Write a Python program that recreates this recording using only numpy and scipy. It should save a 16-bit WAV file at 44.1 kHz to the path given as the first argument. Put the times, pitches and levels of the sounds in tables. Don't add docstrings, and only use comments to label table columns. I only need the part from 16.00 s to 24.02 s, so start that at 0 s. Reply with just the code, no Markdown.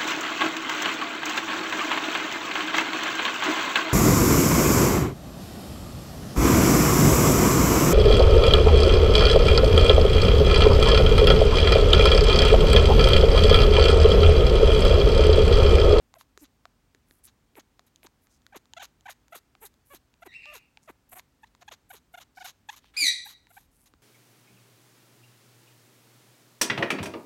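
import sys
import numpy as np
from scipy import signal
from scipy.fft import rfft, irfft, next_fast_len
from scipy.io import wavfile

SR = 44100
rng = np.random.default_rng(int(sys.argv[2]) if len(sys.argv) > 2 else 0)


def transcribe(u):
    v = np.clip(np.atleast_2d(u).T, -1, 1)
    q = np.round(v * 32767).astype(np.int16)
    wavfile.write(sys.argv[1], SR, q)


N = 353682
TIME = np.arange(N) / SR
CUTOFF_HZ = 16100


def from_db(db):
    return 10 ** (np.asarray(db) / 20)


def rms_one(x):
    return x / np.sqrt(np.mean(x ** 2) + 1e-20)


def at_hz(points, hz):
    table = np.array(points)
    return np.interp(np.log(np.maximum(hz, 1)), np.log(table[:, 0]), table[:, 1])


def add(track, start_s, sound):
    at = max(round(start_s * SR), 0)
    track[at:at + len(sound)] += sound[:N - at]


def colour(x, spectrum):
    size = next_fast_len(N + 2000)
    bins = rfft(x, size)
    return irfft(bins * from_db(at_hz(spectrum, np.arange(len(bins)) * SR / size)), size)[:N]


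def noise(spectrum):
    return rms_one(colour(rng.standard_normal(N), spectrum))


def flutter(rate_hz):
    smoothing = signal.butter(2, rate_hz, fs=SR, output="sos")
    return rms_one(signal.sosfilt(smoothing, rng.standard_normal(N)))


def resonate(x, hz, width_hz):
    r = np.exp(-np.pi * width_hz / SR)
    feedback = [1, -2 * r * np.cos(2 * np.pi * hz / SR), r * r]
    return signal.lfilter(np.array([1, 0, -1]) * (1 - r * r) / 2, feedback, x)


def peak(hz, centre_hz, width_hz):
    return 1 / (1 + ((hz - centre_hz) / width_hz) ** 2)


def arch(length_s, power, skew=1):
    progress = np.linspace(0, 1, round(length_s * SR))
    return np.abs(np.sin(np.pi * progress ** skew)) ** power


# frequency in Hz, relative level in dB.
BACKGROUND_COLOUR = [(15, -35.5), (25, -23.5), (40, -1.5), (53, -0.5), (166, -7.5), (195, -10.5), (242, -6),
                     (344, -13), (624, -19.5), (775, -18), (2990, -26.5), (3620, -28), (4740, -28.5),
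                     (7920, -31), (11300, -37), (16000, -33.5)]

def background(level_db=-67.5):
    return from_db(level_db) * noise(BACKGROUND_COLOUR)


# start in seconds, ring level in dB, beak ring in Hz,
# mouth pop in Hz, snap level in dB.
CLICKS = [(0.1402, -50, 980, 810, -53), (0.211, -50, 1120, 1050, -61), (0.3755, -46.5, 1220, 380, -49),
          (0.6546, -44, 1100, 717, -57.5), (0.948, -55.5, 1720, 368, -58.5), (1.11, -56, 1730, 280, -58),
          (1.5546, -54, 2300, 420, -73), (1.794, -51, 1040, 724, -54.5), (1.9597, -79, 3190, 950, -52),
          (2.0317, -53, 2230, 650, -62), (2.0688, -52.5, 1121, 950, -54), (2.2703, -64, 1670, 1310, -64.5),
          (2.419, -72, 1700, 1300, -68), (2.4656, -52.5, 1600, 1480, -50.5), (2.656, -64.5, 1150, 950, -63),
          (2.7355, -44, 2980, 900, -46.5), (3.0088, -65, 3000, 720, -61), (3.282, -61, 1470, 950, -60),
          (3.5519, -54, 1170, 770, -84), (3.7408, -69, 1200, 540, -64), (4.14, -62.5, 2490, 950, -67),
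          (4.4566, -46.5, 2570, 870, -58), (4.773, -47.5, 2340, 850, -75), (5.1957, -45, 2090, 970, -48.5),
          (5.5501, -58, 1090, 990, -61.5), (6.844, -58.5, 1050, 860, -77), (7.4698, -56.5, 1840, 940, -67),
          (7.9379, -56.5, 1170, 294, -70)]
# frequency in Hz, width in Hz, relative level in dB.
SNAP_NOTES = [(3500, 1100, -3), (6700, 1000, 0), (11000, 4000, -8)]

def clicks(beak_cutoff_hz=7600, leak_share=0.35):
    out, kick = np.zeros(N), signal.unit_impulse(SR // 25)
    scale = np.sqrt(0.004 * SR / len(kick))

    def struck(hz, width_hz):
        return rms_one(resonate(resonate(kick, hz, width_hz), hz, 2 * hz))

    for start, ring_db, ring_hz, pop_hz, snap_db in CLICKS:
        pop = struck(pop_hz, width_hz=90)
        pop_db = ring_db - 2.5 - 3.5 * np.log2(pop_hz / 328)
        crack = struck(2100, width_hz=1900)
        hollow_hz = 1900 * from_db(rng.normal(0, 1.5))
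        hollow = rms_one(resonate(kick, hollow_hz, width_hz=350))
        ring = rms_one(struck(ring_hz, width_hz=420) + 0.42 * crack + 0.46 * hollow)
        snap = 0
        for hz, width, db in SNAP_NOTES:
            note = resonate(resonate(kick, hz, width), hz, 2 * width)
            snap += from_db(db + rng.normal(0, 3.2)) * note
        click = from_db(pop_db) * pop + from_db(ring_db) * ring + from_db(snap_db) * rms_one(snap)
        add(out, start, scale * click)
    muffled = signal.sosfilt(signal.butter(8, beak_cutoff_hz, fs=SR, output="sos"), out)
    return (1 - leak_share) * muffled + leak_share * np.roll(out, 5)


# start in seconds, length in seconds, pitch in Hz, level of the base note in dB,
# level of the overtones (the higher notes above it) in dB.
GRUNTS = [(0.15, 0.017, 540, -58, -62), (0.164, 0.016, 690, -49, -72.5), (0.412, 0.039, 299, -55, -70),
          (3.614, .048, 439, -53, -57), (3.9, 0.045, 583, -50.5, -55), (4.455, .1, 619.5, -52.5, -55.5),
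          (5.119, .027, 361, -76, -54.5), (5.15, 0.049, 392, -69, -56), (5.613, 0.021, 375, -76, -58.5),
          (7.016, 0.042, 301.4, -51, -66)]

def grunts(bend=(0.93, 0.97, 0.88), bright_db=-15):
    for start, length, hz, base_db, overtone_db in GRUNTS:
        yield start, length, hz * np.array(bend), base_db, overtone_db, bright_db


# start in seconds, length in seconds, middle pitch in Hz, end pitch in Hz,
# level in dB, brightness in dB.
GULPS = [(1.562, 0.035, 403, 190, -50.5, -14.5), (2.039, 0.023, 394, 195, -54.5, -6.5),
         (2.542, 0.031, 490.4, 170, -45, -11.5), (2.813, .023, 736, 385, -43, -1.5),
         (3.078, .026, 802, 463, -41, -12.5), (3.34, .025, 601, 312, -45.5, -9),
         (3.929, .025, 386, 239, -53, -9), (4.254, .027, 410, 275, -48.5, -15),
         (4.519, .056, 535.5, 383, -49, -7), (4.875, .035, 515, 200, -46.5, -16),
         (5.711, .021, 586, 372, -46.5, -1.5), (5.927, .03, 489, 360, -52, -4.5),
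         (6.197, 0.021, 560, 476, -58, 3)]

def gulps():
    for start, length, hz, end_hz, base_db, bright_db in GULPS:
        overtone_db = base_db - 4.5 + 4 * np.log2(hz / 570)
        yield start, length, (1.38 * hz, hz, end_hz), base_db, overtone_db, bright_db


# start in seconds, length in seconds, pitch in Hz, level in dB, brightness in dB.
PEEPS = [(2.523, 0.019, 790, -50, -16), (2.765, .024, 674, -42, -2.5), (2.794, .023, 765, -44.5, 0),
         (3.055, .021, 774, -41.5, -11), (3.322, 0.018, 667, -42.5, -12.5), (4.22, 0.02, 684, -45.5, -12.5),
         (5.431, 0.018, 870, -47.5, -10.5), (5.678, .016, 830, -43.5, -0.5), (5.902, .019, 749, -44, -9.5),
         (6.138, 0.021, 708, -43, -9), (6.173, .021, 710, -45.5, -4), (6.37, .022, 750, -44, -16),
         (6.403, 0.03, 740, -43, -7.5), (6.442, 0.027, 727, -42.5, -2), (6.687, 0.019, 849, -36, -1),
         (6.721, .03, 1047, -54.5, -1), (7.256, 0.023, 822, -46.5, -13), (7.502, .021, 700, -58, -13),
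         (7.566, .02, 778, -46, -16)]

def peeps(bend=(1.12, 0.99, 1.333)):
    for start, length, hz, base_db, bright_db in PEEPS:
        yield start, length, hz * np.array(bend), base_db, base_db - 4.5, bright_db


# frequency in Hz, relative level in dB.
MOUTH_COLOUR = [(400, 2.5), (1400, -4.5), (2300, -3.5), (3600, 2), (5000, -19.5), (6700, -5.5), (8200, -24),
                (15000, -32)]
BREATH_COLOUR = [(300, -18.5), (1000, 5), (2400, 2), (3900, 4), (5300, -0.5), (6700, 6.5), (8500, -16.5),
                 (16000, -33.5)]

def clucks(shapes, jitter=0.019, wander=0.035, rasp=0.078, croak_below_hz=650):
    out, wobble, shake = np.zeros(N), flutter(660), flutter(430)
    breath, waver = noise(BREATH_COLOUR), flutter(45)
    harmonic = np.arange(1, 25)[:, None]
    for start, length, (start_hz, middle_hz, end_hz), base_db, overtone_db, bright_db in shapes:
        progress = np.linspace(0, 1, round(length * SR))
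        span = round(start * SR) + np.arange(len(progress))
        arc = np.polyval(np.polyfit([0, 0.5, 1], [start_hz, middle_hz, end_hz], 2), progress)
        croak = np.clip(2 * (1 - arc / croak_below_hz), 0, 1)
        pitch = arc * (1 + jitter * (1 + 2 * croak) * wobble[span])
        pitch *= 1 + wander * croak * waver[span]
        phase = 2 * np.pi * np.cumsum(pitch) / SR
        hz = harmonic * arc
        beak_db = bright_db * np.interp(hz, [2300, 3200], [0, 1])
        tongue_db = 7 * peak(hz, 2.05 * middle_hz, width_hz=260)
        level_db = overtone_db + at_hz(MOUTH_COLOUR, hz) + beak_db + tongue_db + 4 * croak * shake[span]
        level_db[0] = base_db + 8 * peak(arc, 310, width_hz=90)
        level_db -= 9 * peak(hz, 515, width_hz=50)
        lag = np.cumsum(rng.normal(0.5, 0.8, harmonic.shape), axis=0)
        tone = np.sum(from_db(level_db) * (hz < CUTOFF_HZ) * np.cos(harmonic * phase - lag), axis=0)
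        rush = rasp * from_db(overtone_db) * breath[span] * (1 + np.cos(phase))
        fall = np.clip(1 - end_hz / start_hz, 0, 1)
        add(out, start, (tone + rush) * arch(length, 0.73, skew=np.exp(-0.2 * fall)))
    return out


# frequency in Hz, relative level in dB.
SIZZLE_COLOUR = [(5000, -20), (8000, 0), (10000, -2), (11800, 7.5), (14000, -3), (16000, -8)]

def air_leak(shapes, lead_s=0.019, sputter_db=2.5):
    strength = np.zeros(N)
    for start, length, *_ in shapes:
        leak_db = min(PUFFS, key=lambda puff: abs(puff[0] - start))[-1]
        swell = arch(length + lead_s, 1.1)
        add(strength, start - lead_s, from_db(leak_db) * swell * np.linspace(0, 2, len(swell)))
    return strength * rms_one(noise(SIZZLE_COLOUR) * from_db(sputter_db * flutter(300)))


# start in seconds, length in seconds, hiss level in dB,
# sizzle level in dB, level in dB of the air that leaks during nearby clucks.
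PUFFS = [(0.183, 0.055, -63.5, -63, -75), (0.433, .038, -63.5, -78, -59), (1.267, 0.04, -62.5, -74, -80),
         (1.593, 0.021, -57, -68, -59.5), (1.865, .027, -72, -71, -80), (2.061, .014, -55, -68, -61),
         (2.558, .028, -54, -57.5, -82), (2.824, .04, -48.5, -55, -82), (3.094, 0.042, -52.5, -54, -73),
         (3.349, 0.047, -55, -52, -66), (3.65, 0.034, -57, -50.5, -52.5), (3.94, .04, -57, -56.5, -63),
         (4.258, 0.022, -66, -60.5, -68), (4.535, .061, -54, -55, -75), (4.892, .028, -72, -63, -69),
         (5.182, 0.029, -58.5, -60, -51.5), (5.609, .028, -60.5, -76, -72.5),
         (5.717, .038, -53.5, -63.5, -71), (5.949, .044, -59, -62.5, -56), (6.209, 0.03, -53, -61.5, -62.5),
         (6.443, 0.077, -46.5, -51.5, -68), (6.703, 0.069, -61.5, -66, -68), (6.76, .04, -57, -61, -72),
         (7.272, .078, -55.5, -56, -53.5), (7.52, 0.16, -70.5, -65.5, -63), (7.857, 0.033, -63.5, -70, -80)]

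def puffs(sputter_db=2.5, throat_hz=3890):
    out = np.zeros(N)
    sputter = rms_one(from_db(sputter_db * flutter(300)))
    breath = noise(BREATH_COLOUR)
    hiss = sputter * rms_one(breath + 0.67 * resonate(breath, throat_hz, width_hz=410))
    sizzle = sputter * noise(SIZZLE_COLOUR)
    for start, length, hiss_db, sizzle_db, _ in PUFFS:
        span = round(start * SR) + np.arange(round(length * SR))
        add(out, start, from_db(hiss_db) * rms_one(arch(length, 1.1, skew=0.71)) * hiss[span])
        add(out, start, from_db(sizzle_db) * rms_one(arch(length, 1.1, skew=0.41)) * sizzle[span])
    return out


# start in seconds, length in seconds, level in dB, centre in Hz.
RUSTLES_AND_SQUEAKS = [(0.37, 0.085, -64, 6700), (1.063, .15, -69, 11000), (1.233, 0.043, -52, 10300),
                       (2.21, 0.064, -72, 11800), (2.29, .095, -69, 6000), (3.848, .072, -66, 11200),
                       (4.816, .06, -68, 6900), (5.088, .014, -58, 14000), (5.457, .028, -69, 3800),
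                       (6.347, 0.16, -59.5, 4900), (6.815, 0.1, -65.5, 3250), (7.7, .22, -68.5, 9840)]
# frequency in Hz, relative level in dB.
GRAIN_COLOUR = [(600, -23.5), (1500, 4), (4000, -4), (9500, -3), (16000, -1.5)]

def rustles_and_squeaks():
    out = np.zeros(N)
    grains = noise(GRAIN_COLOUR) * from_db(4 * flutter(250))
    for start, length, level_db, hz in RUSTLES_AND_SQUEAKS:
        swell = arch(length, 0.77)
        band = resonate(grains[round(start * SR):][:len(swell)], hz, width_hz=0.36 * hz)
        add(out, start, from_db(level_db) * swell * rms_one(band))
    return out


def call(course, throat, jitter, shimmer_db, rasp_db, dulling):
    times, *columns = np.transpose(course)
    pitch, level_db, roughness = (np.interp(TIME, times, column) for column in columns)
    span = (TIME > times[0]) & (TIME < times[-1])
    shaky_pitch = pitch * (1 + jitter * roughness * flutter(600))
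    phase = 2 * np.pi * np.cumsum(shaky_pitch[span]) / SR
    harmonic = np.arange(1, 9)[:, None]
    tilt_db = dulling * (harmonic - 4) * (level_db[span] - level_db.max())
    strengths = from_db(tilt_db) * (harmonic * pitch[span] < CUTOFF_HZ)
    voice = from_db(rasp_db) * rng.standard_normal(N) * span
    voice[span] += np.sum(strengths * np.sin(harmonic * phase), axis=0)
    shake_db = shimmer_db * roughness * np.tanh(flutter(220))
    return colour(voice * from_db(level_db + shake_db), throat)


# time in seconds, pitch in Hz, level in dB, roughness from 0 to 1.
CHIRP_COURSE = [(4.272, 2040, -60, .05), (4.312, 1840, -51.5, 0.24), (4.335, 2210, -50, 0.98),
                (4.362, 2734, -37, 0), (4.388, 2660, -57, .7), (4.435, 2280, -49, 1),
                (4.475, 2726, -44, 0.59), (4.525, 2484, -53, .85), (4.555, 2254, -63, .9)]
# frequency in Hz, level change in dB.
CHIRP_THROAT = [(1450, -22), (1850, -5.5), (2300, -6.5), (2780, 0), (3150, -20), (3800, -7.5), (4400, -17),
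                (5300, -26), (8000, -29), (12000, -47)]

def chirp():
    return call(CHIRP_COURSE, CHIRP_THROAT, jitter=0.124, shimmer_db=9.5, rasp_db=-7, dulling=0.07)


def breath_catch(start_s=6.938, length_s=0.074, level_db=-55.5):
    strength = np.zeros(N)
    add(strength, start_s, from_db(level_db) * arch(length_s, 0.17))
    air = noise([(800, -10), (1600, -0.5), (3600, -5), (5500, -21.5), (9000, -17.5), (16000, -30)])
    return strength * air


# frequency in Hz, level change in dB.
SQUAWK_THROAT = [(1400, -31.5), (1850, -12), (2480, -4.5), (2800, -6.5), (3350, -3), (3900, 0.5),
                 (4900, -4), (5300, -12.5), (6100, -8), (7400, -13.5), (9700, -12.5), (10400, -19),
                 (12200, -20), (15500, -37.5)]

def squawk(start_s=6.965, length_s=0.13, attack_s=0.014, release_s=0.007, top_hz=2491, end_hz=1892):
    t = np.linspace(0, length_s + 5 * release_s, 200)[1:]
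    sunk = (1 + np.tanh((t - 0.073) / 0.036)) / 2
    scoop_hz = 501 * np.exp(-t / 0.004)
    pitch = top_hz + (end_hz - top_hz) * sunk - scoop_hz
    effort = (1 - np.exp(-t / attack_s)) * np.exp(-np.maximum(t - length_s, 0) / release_s)
    tiring_db = 50 * np.maximum(t - 0.064, 0)
    level_db = -21 + 20 * np.log10(effort) - tiring_db
    roughness = 0.16 + 2.3 * t
    course = np.column_stack([start_s + t, pitch, level_db, roughness])
    return call(course, SQUAWK_THROAT, jitter=0.072, shimmer_db=13.5, rasp_db=-16.5, dulling=0.18)


# frequency in Hz, seconds for an echo to fade by 60 dB.
ECHO_FADE = [(300, 0.23), (2000, 0.45), (4000, 0.44), (8000, 0.36), (14000, 0.12)]

def room_echoes(x, first_echo_s=0.0019, build_s=0.0018):
    t = np.arange(SR * 3 // 4) / SR
    edges_hz, tail = np.geomspace(150, 17000, 9), 0
    for low, high in zip(edges_hz, edges_hz[1:]):
        band_filter = signal.butter(2, [low, high], "band", fs=SR, output="sos")
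        band = signal.sosfilt(band_filter, rng.standard_normal(len(t)))
        tail += band * from_db(-60 * t / at_hz(ECHO_FADE, np.sqrt(low * high)))
    tail *= np.clip((t - first_echo_s) / build_s, 0, 1)
    return signal.fftconvolve(x, tail / np.sqrt(np.sum(tail ** 2)))[:N]


def scene():
    shapes = [*peeps(), *gulps(), *grunts()]
    near = clicks() + clucks(shapes) + air_leak(shapes) + puffs() + rustles_and_squeaks()
    far = squawk() + chirp() + breath_catch()
    echoes = room_echoes(from_db(-26.5) * near + from_db(-5.5) * far)
    return (near + far + echoes + background())[None]


def record(dry):
    return signal.sosfilt(signal.ellip(10, 0.2, 70, CUTOFF_HZ, fs=SR, output="sos"), dry)


dry = scene()
out = record(dry)
transcribe(out)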